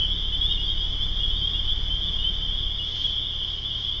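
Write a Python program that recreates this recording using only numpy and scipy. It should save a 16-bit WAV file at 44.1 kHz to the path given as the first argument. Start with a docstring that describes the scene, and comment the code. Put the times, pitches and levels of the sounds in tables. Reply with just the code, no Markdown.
"""Spring peepers from the roadside

Night by a pond, the microphone at an idling car. Each frog whistles a short rising peep: a few call
close by, hundreds merge across the water, and all echo among the trees. The engine thumps, whines and
rumbles under a hiss of fan and night air; its throb fades as the microphone turns away.
A soft rustle passes near the three-second mark."""
import sys
import numpy as np
from scipy import signal
from scipy.fft import rfft, irfft
from scipy.io import wavfile

SR = 44100
rng = np.random.default_rng(int(sys.argv[2]) if len(sys.argv) > 2 else 0)


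def to_wav(s):
    """Save 16-bit WAV."""
    ch = np.atleast_2d(s).T  # columns
    pcm = np.round(np.clip(ch, -1, 1) * 32767)  # PCM
    wavfile.write(sys.argv[1], SR, pcm.astype(np.int16))


N = 176400

# Frogs close to the microphone: start_s, length_s, start_pitch_hz, rise_hz_per_s, level_db
NEAR_PEEPS = [(0.0, 0.066, 2990, 2540, -25.5), (.095, 0.049, 3250, 2750, -28.5),
              (.125, 0.023, 3630, 2500, -37), (.22, 0.084, 3090, 905, -32.5),
              (.315, 0.069, 3030, 2280, -29), (.32, 0.043, 3380, 3570, -27.5),
              (.4, 0.083, 3230, 3860, -23.5), (.455, 0.09, 3520, 2620, -30),
              (.487, 0.067, 2870, 1500, -34.5), (.508, 0.021, 3150, 5010, -25.5),
              (.542, 0.023, 3524, 3960, -27.5), (.57, 0.064, 2820, 2390, -33),
              (.59, 0.092, 3230, 2960, -29.5), (.665, 0.08, 3160, 1483, -28),
              (.66, 0.081, 3580, 1450, -35.5), (.772, .025, 2990, 2510, -32.5),
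              (.79, 0.078, 3170, 2660, -28), (.92, 0.031, 3270, 2010, -31), (.99, 0.067, 3070, 3400, -29),
              (1.02, 0.041, 3370, 5000, -27), (1.195, 0.054, 2860, 1500, -39.5),
              (1.21, 0.046, 3300, 2030, -28.5), (1.235, 0.038, 3270, 1900, -31.5),
              (1.3, 0.072, 3000, 2600, -34), (1.345, 0.045, 3570, 2600, -32), (1.4, 0.11, 3070, 2600, -28),
              (1.54, 0.049, 2815, 2500, -38.5), (1.59, 0.021, 3210, 1510, -27),
              (1.68, 0.066, 3280, 3450, -26.5), (1.675, 0.055, 3080, 2470, -29),
              (1.73, 0.045, 3540, 2400, -36.5), (1.89, 0.082, 3030, 2730, -28),
              (2.005, 0.065, 3130, 4030, -30.5), (2.03, 0.068, 3410, 3000, -29),
              (2.04, 0.068, 3300, 2140, -31), (2.125, 0.05, 3160, 2610, -29),
              (2.18, 0.068, 2870, 2000, -35.5), (2.18, 0.061, 3560, 1900, -38),
              (2.235, .078, 3020, 2450, -25.5), (2.33, 0.057, 3610, 2060, -43),
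              (2.405, 0.046, 3460, 1670, -37.5), (2.41, 0.064, 3060, 2620, -33),
              (2.57, 0.028, 3330, 1200, -26), (2.79, 0.042, 2880, 1500, -31.5),
              (3.035, 0.038, 3260, 2390, -25.5), (3.08, 0.023, 3080, 1720, -31),
              (3.315, 0.043, 2840, 2000, -45.5), (3.145, 0.059, 3190, 2520, -30.5),
              (3.285, 0.016, 3100, 2600, -38), (3.395, 0.11, 2870, 2290, -40.5),
              (3.655, 0.022, 3430, 2500, -27.5), (3.695, 0.074, 2870, 2020, -39.5),
              (3.828, .03, 3276, 3200, -28.5), (3.88, 0.022, 3240, 3540, -32)]
# Thin, much higher peeps: start_s, length_s, start_pitch_hz, rise_hz_per_s, level_db
HIGH_PEEPS = [(.41, 0.062, 5070, 4570, -55), (0.509, 0.035, 5100, 5500, -52.5),
              (.635, 0.072, 4530, 3720, -50), (.78, 0.054, 4860, 3500, -52.5),
              (1.01, 0.038, 5170, 5540, -52.5), (1.355, .075, 4550, 3000, -52.5),
              (1.49, 0.05, 5080, 4090, -58)]
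# Tone of the chorus across the pond: frequency_hz, relative_db
POND_SPECTRUM = [(1590, -64.5), (2700, -23.5), (2820, -16.5), (3020, -4.5), (3190, 1), (3320, 2),
                 (3520, -2), (3660, -6), (3770, -7), (3900, -38.5), (5070, -49), (8580, -120)]
# Swell and ebb of that chorus: time_s, level_db
POND_LEVEL = [(0, -28), (.5, -32), (1.0, -31), (1.55, -29), (1.83, -32), (2.1, -31.5), (2.6, -30),
              (3.2, -28.5), (3.55, -30.5), (4, -29)]
# Microphone's turn from the engine (0 facing it, 1 fully away): time_s, turned_share
MIC_TURN = [(0, 0), (2.25, 0), (2.55, 0.1), (2.9, 0.48), (4, 0.57)]
# Engine harmonics: multiple_of_firing_rate, facing_db, away_db
ENGINE_ORDERS = [(.5, -32, -47), (1, -31.5, -51), (1.5, -46, -55), (2, -38, -46.5), (3, -45, -45.5),
                 (6, -62, -68)]
# Whine of belts and fan: pitch_hz, facing_db, away_db
BELT_FAN_WHINES = [(174, -54.5, -61.5), (190, -61, -62.5), (282.8, -58.5, -66), (345.5, -62.5, -63.5),
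                   (415, -62, -67), (630, -68.5, -66), (1031, -71, -60.5), (1141, -66.5, -69)]
# Rumble of the car's body: frequency_hz, relative_db
RUMBLE_SPECTRUM = [(12, 8), (25, 7), (48, 0.5), (62, -10), (90, -14), (125, -19), (230, -37.5)]
# Drone of the engine: frequency_hz, relative_db
DRONE_SPECTRUM = [(60, -0.5), (90, -2), (125, 2), (170, -1), (230, -14.5), (350, -11.5), (500, -22.5),
                  (900, -38)]
# Hiss of fan and night air: frequency_hz, relative_db
AIR_SPECTRUM = [(200, 5.5), (500, 3), (800, 2.5), (1200, 1.5), (1800, 0.5), (2250, -0.5), (2550, -3),
                (4100, -3), (5000, -3), (6000, -8), (7200, -20)]
# Brushing strokes: start_s, length_s, peak_db
RUSTLE_STROKES = [(2.78, 0.43, -46.5), (3.25, 0.56, -53.5), (3.703, 0.3, -50.5)]
# Tone of the brushing: frequency_hz, relative_db
RUSTLE_SPECTRUM = [(800, -18.5), (2000, -9), (4000, 1), (5300, -3), (6300, -10.5), (7300, -25.5)]

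ATTACK_SHARE, RELEASE_SHARE = 0.2, .25  # of a peep's length
FLUTTER_DB, WAVER_SHARE, OCTAVE_DB = 0.26, 0.0026, -46.5
CHORUS_PEEP_S, CHORUS_RISE_HZ_PER_S, CHORUS_SPREAD_DB = .08, 2495, 1.5
POND_PEEPS_PER_S, POND_LOW_HZ, POND_HIGH_HZ = 180, 2892, 3655
HIGH_HZ, HIGH_SPREAD_HZ, HIGH_DB = 5014, 210, -57.5
LOW_HZ, LOW_SPREAD_HZ, LOW_DB, LOW_RISE_HZ_PER_S = 2210, 70, -62, 440
TREES_T60_S, NEAR_ECHO_DB, FAR_ECHO_DB = 0.72, -9, -6.5
FIRING_HZ, FIRST_THUMP_S, IDLE_WANDER_SHARE = 36.24, .008, .008
SMEAR_RAD, THROB_DEPTH = .9, 0.3
TREBLE_CUT_HZ = 7300


def undb(db):
    """Decibels to gain."""
    return 10 ** (np.asarray(db) / 20)


def unit_rms(x):
    """Scale to rms 1."""
    return x / np.sqrt(np.mean(x ** 2))


def curve(rows):
    """Join (time_s, value) rows by straight lines."""
    return np.interp(np.arange(N) / SR, *np.array(rows).T)


def wander(rate_hz):
    """Smooth random drift of rms 1, mostly slower than rate_hz."""
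    freq = np.arange(N // 2 + 1) * SR / N
    lowpass = np.exp(-2 * (freq / rate_hz) ** 2) * (freq > 0)
    return unit_rms(irfft(rfft(rng.standard_normal(N)) * lowpass, N))


def colour(x, spectrum):
    """Filter by (frequency_hz, relative_db) rows, rolling off past both ends; scale to rms 1."""
    freq = np.maximum(np.arange(N // 2 + 1) * SR / N, 1)
    hz, db = np.array(spectrum).T
    rolloff = np.minimum(freq / hz[0], 1) ** 2 * np.minimum(hz[-1] / freq, 1) ** 10
    gain = undb(np.interp(np.log(freq), np.log(hz), db))
    return unit_rms(irfft(rfft(x) * rolloff * gain, N))


def add(out, start_s, x):
    """Mix x into out from start_s on."""
    offset = int(start_s * SR)
    first, last = max(offset, 0), min(offset + len(x), N)
    if last > first:
        out[first:last] += x[first - offset:last - offset]


def peeps(rows):
    """Frogs' rising whistles that swell, hold and stop, with a slight flutter and a faint octave."""
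    out = np.zeros(N)
    flutter = undb(FLUTTER_DB * wander(170))
    waver = 1 + WAVER_SHARE * wander(65)
    for start, length, hz, rise, db in rows:
        t = np.arange(int(max(length, .01) * SR)) / SR
        place, start_cycle = rng.random(2)
        stretch = (int(place * N) + np.arange(len(t))) % N  # each peep flutters and wavers its own way
        pitch = (hz + rise * t) * waver[stretch]
        phase = 2 * np.pi * (start_cycle + np.cumsum(pitch) / SR)
        tone = np.sqrt(2) * (np.sin(phase) + undb(OCTAVE_DB) * np.sin(2 * phase))
        ramp = np.minimum(t / ATTACK_SHARE, (length - t) / RELEASE_SHARE) / length
        envelope = np.sin(np.pi / 2 * np.clip(ramp, 0, 1)) ** 2
        add(out, start, undb(db) * envelope * flutter[stretch] * tone)
    return out


def among_trees(direct, echo_db):
    """The direct sound plus echoes scattered back from trunks and the bank."""
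    t = np.arange(SR) / SR
    build_up = 1 - np.exp(-t / 0.0065)
    decay = np.exp(-np.log(1000) * t / TREES_T60_S)
    tail = rng.standard_normal(SR) * build_up * decay
    echoes = signal.fftconvolve(direct, tail / np.linalg.norm(tail))[:N]
    return direct + undb(echo_db) * echoes


def far_chorus(mid_pitches_hz, rise_hz_per_s):
    """Distant frogs: one peep per pitch, each at a random moment in its own time slot; rms 1."""
    count = len(mid_pitches_hz)
    start_share = (np.arange(count) + rng.random(count)) / count
    start = start_share * (N / SR + CHORUS_PEEP_S) - CHORUS_PEEP_S
    long, steep, loud = rng.standard_normal((count, 3)).T
    length = CHORUS_PEEP_S * np.exp(0.196 * long)
    rise = rise_hz_per_s * np.exp(0.2655 * steep)
    start_pitch = mid_pitches_hz - rise * length / 2
    level_db = CHORUS_SPREAD_DB * np.minimum(loud, 1.5)
    rows = np.column_stack([start, length, start_pitch, rise, level_db])
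    return unit_rms(among_trees(peeps(rows), FAR_ECHO_DB))


def frogs():
    """Close callers in front, the whole pond behind, and faint higher and lower choruses far off."""
    near = among_trees(peeps(NEAR_PEEPS + HIGH_PEEPS), NEAR_ECHO_DB)
    high = undb(HIGH_DB) * far_chorus(rng.normal(HIGH_HZ, HIGH_SPREAD_HZ, 320), CHORUS_RISE_HZ_PER_S)
    low = undb(LOW_DB) * far_chorus(rng.normal(LOW_HZ, LOW_SPREAD_HZ, 240), LOW_RISE_HZ_PER_S)
    pond_pitches = rng.uniform(POND_LOW_HZ, POND_HIGH_HZ, int(POND_PEEPS_PER_S * N / SR))
    pond = colour(far_chorus(pond_pitches, CHORUS_RISE_HZ_PER_S), POND_SPECTRUM)
    return near + high + low + pond * undb(curve(POND_LEVEL))


def mic_gain(facing_db, away_db):
    """Gain that moves partway from facing_db to away_db as the microphone turns from the engine."""
    return undb(facing_db + (away_db - facing_db) * curve(MIC_TURN))


def engine_tone(phase, rough_db):
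    """One tone of the engine, its level trembling at random."""
    return -np.sqrt(2) * np.cos(phase) * undb(rough_db * wander(25))


def idling_car():
    """Harmonics in step thump strong and weak by turns; belts and fan whine, the body rumbles."""
    speed = 1 + IDLE_WANDER_SHARE * wander(5)
    crank = 2 * np.pi * (np.cumsum(speed) / SR - FIRST_THUMP_S)  # phase per Hz, drifting with the idle
    lag = SMEAR_RAD * curve(MIC_TURN)  # turned away, higher harmonics lag and thumps blur into a hum
    thumps = sum(engine_tone(order * FIRING_HZ * crank - lag * order ** 2, rough_db=1.3)
                 * mic_gain(facing, away) for order, facing, away in ENGINE_ORDERS)
    whine = sum(engine_tone(hz * crank + 2 * np.pi * rng.random(), rough_db=3)
                * mic_gain(facing, away) for hz, facing, away in BELT_FAN_WHINES)
    rumble = colour(rng.standard_normal(N), RUMBLE_SPECTRUM) * mic_gain(facing_db=-35, away_db=-48.5)
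    throb = 1 + THROB_DEPTH * np.cos(FIRING_HZ * crank)
    drone = colour(rng.standard_normal(N) * throb, DRONE_SPECTRUM)
    return thumps + whine + rumble + drone * mic_gain(facing_db=-44, away_db=-54)


def air_hiss():
    """Even hiss of the fan and the night air, a little softer once the microphone turns."""
    hiss = colour(rng.standard_normal(N), AIR_SPECTRUM)
    return hiss * mic_gain(facing_db=-47.5, away_db=-51.5) * undb(.5 * wander(13))


def rustle():
    """Soft, grainy brushing, as of a sleeve, that swells and dies with each stroke."""
    swell = np.zeros(N)
    for start, length, db in RUSTLE_STROKES:
        add(swell, start, undb(db) * np.sin(np.linspace(0, np.pi, int(length * SR))))
    brushing = colour(rng.standard_normal(N), RUSTLE_SPECTRUM)
    return swell * brushing * undb(1.3 * wander(90))


def scene():
    """Frogs, car, air and rustle at one roadside microphone."""
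    return (frogs() + idling_car() + air_hiss() + rustle())[None]


def record(dry):
    """The recorder cuts the treble steeply."""
    lowpass = signal.ellip(10, .2, 80, TREBLE_CUT_HZ, fs=SR, output="sos")
    return signal.sosfilt(lowpass, dry)


dry = scene()
out = record(dry)
to_wav(out)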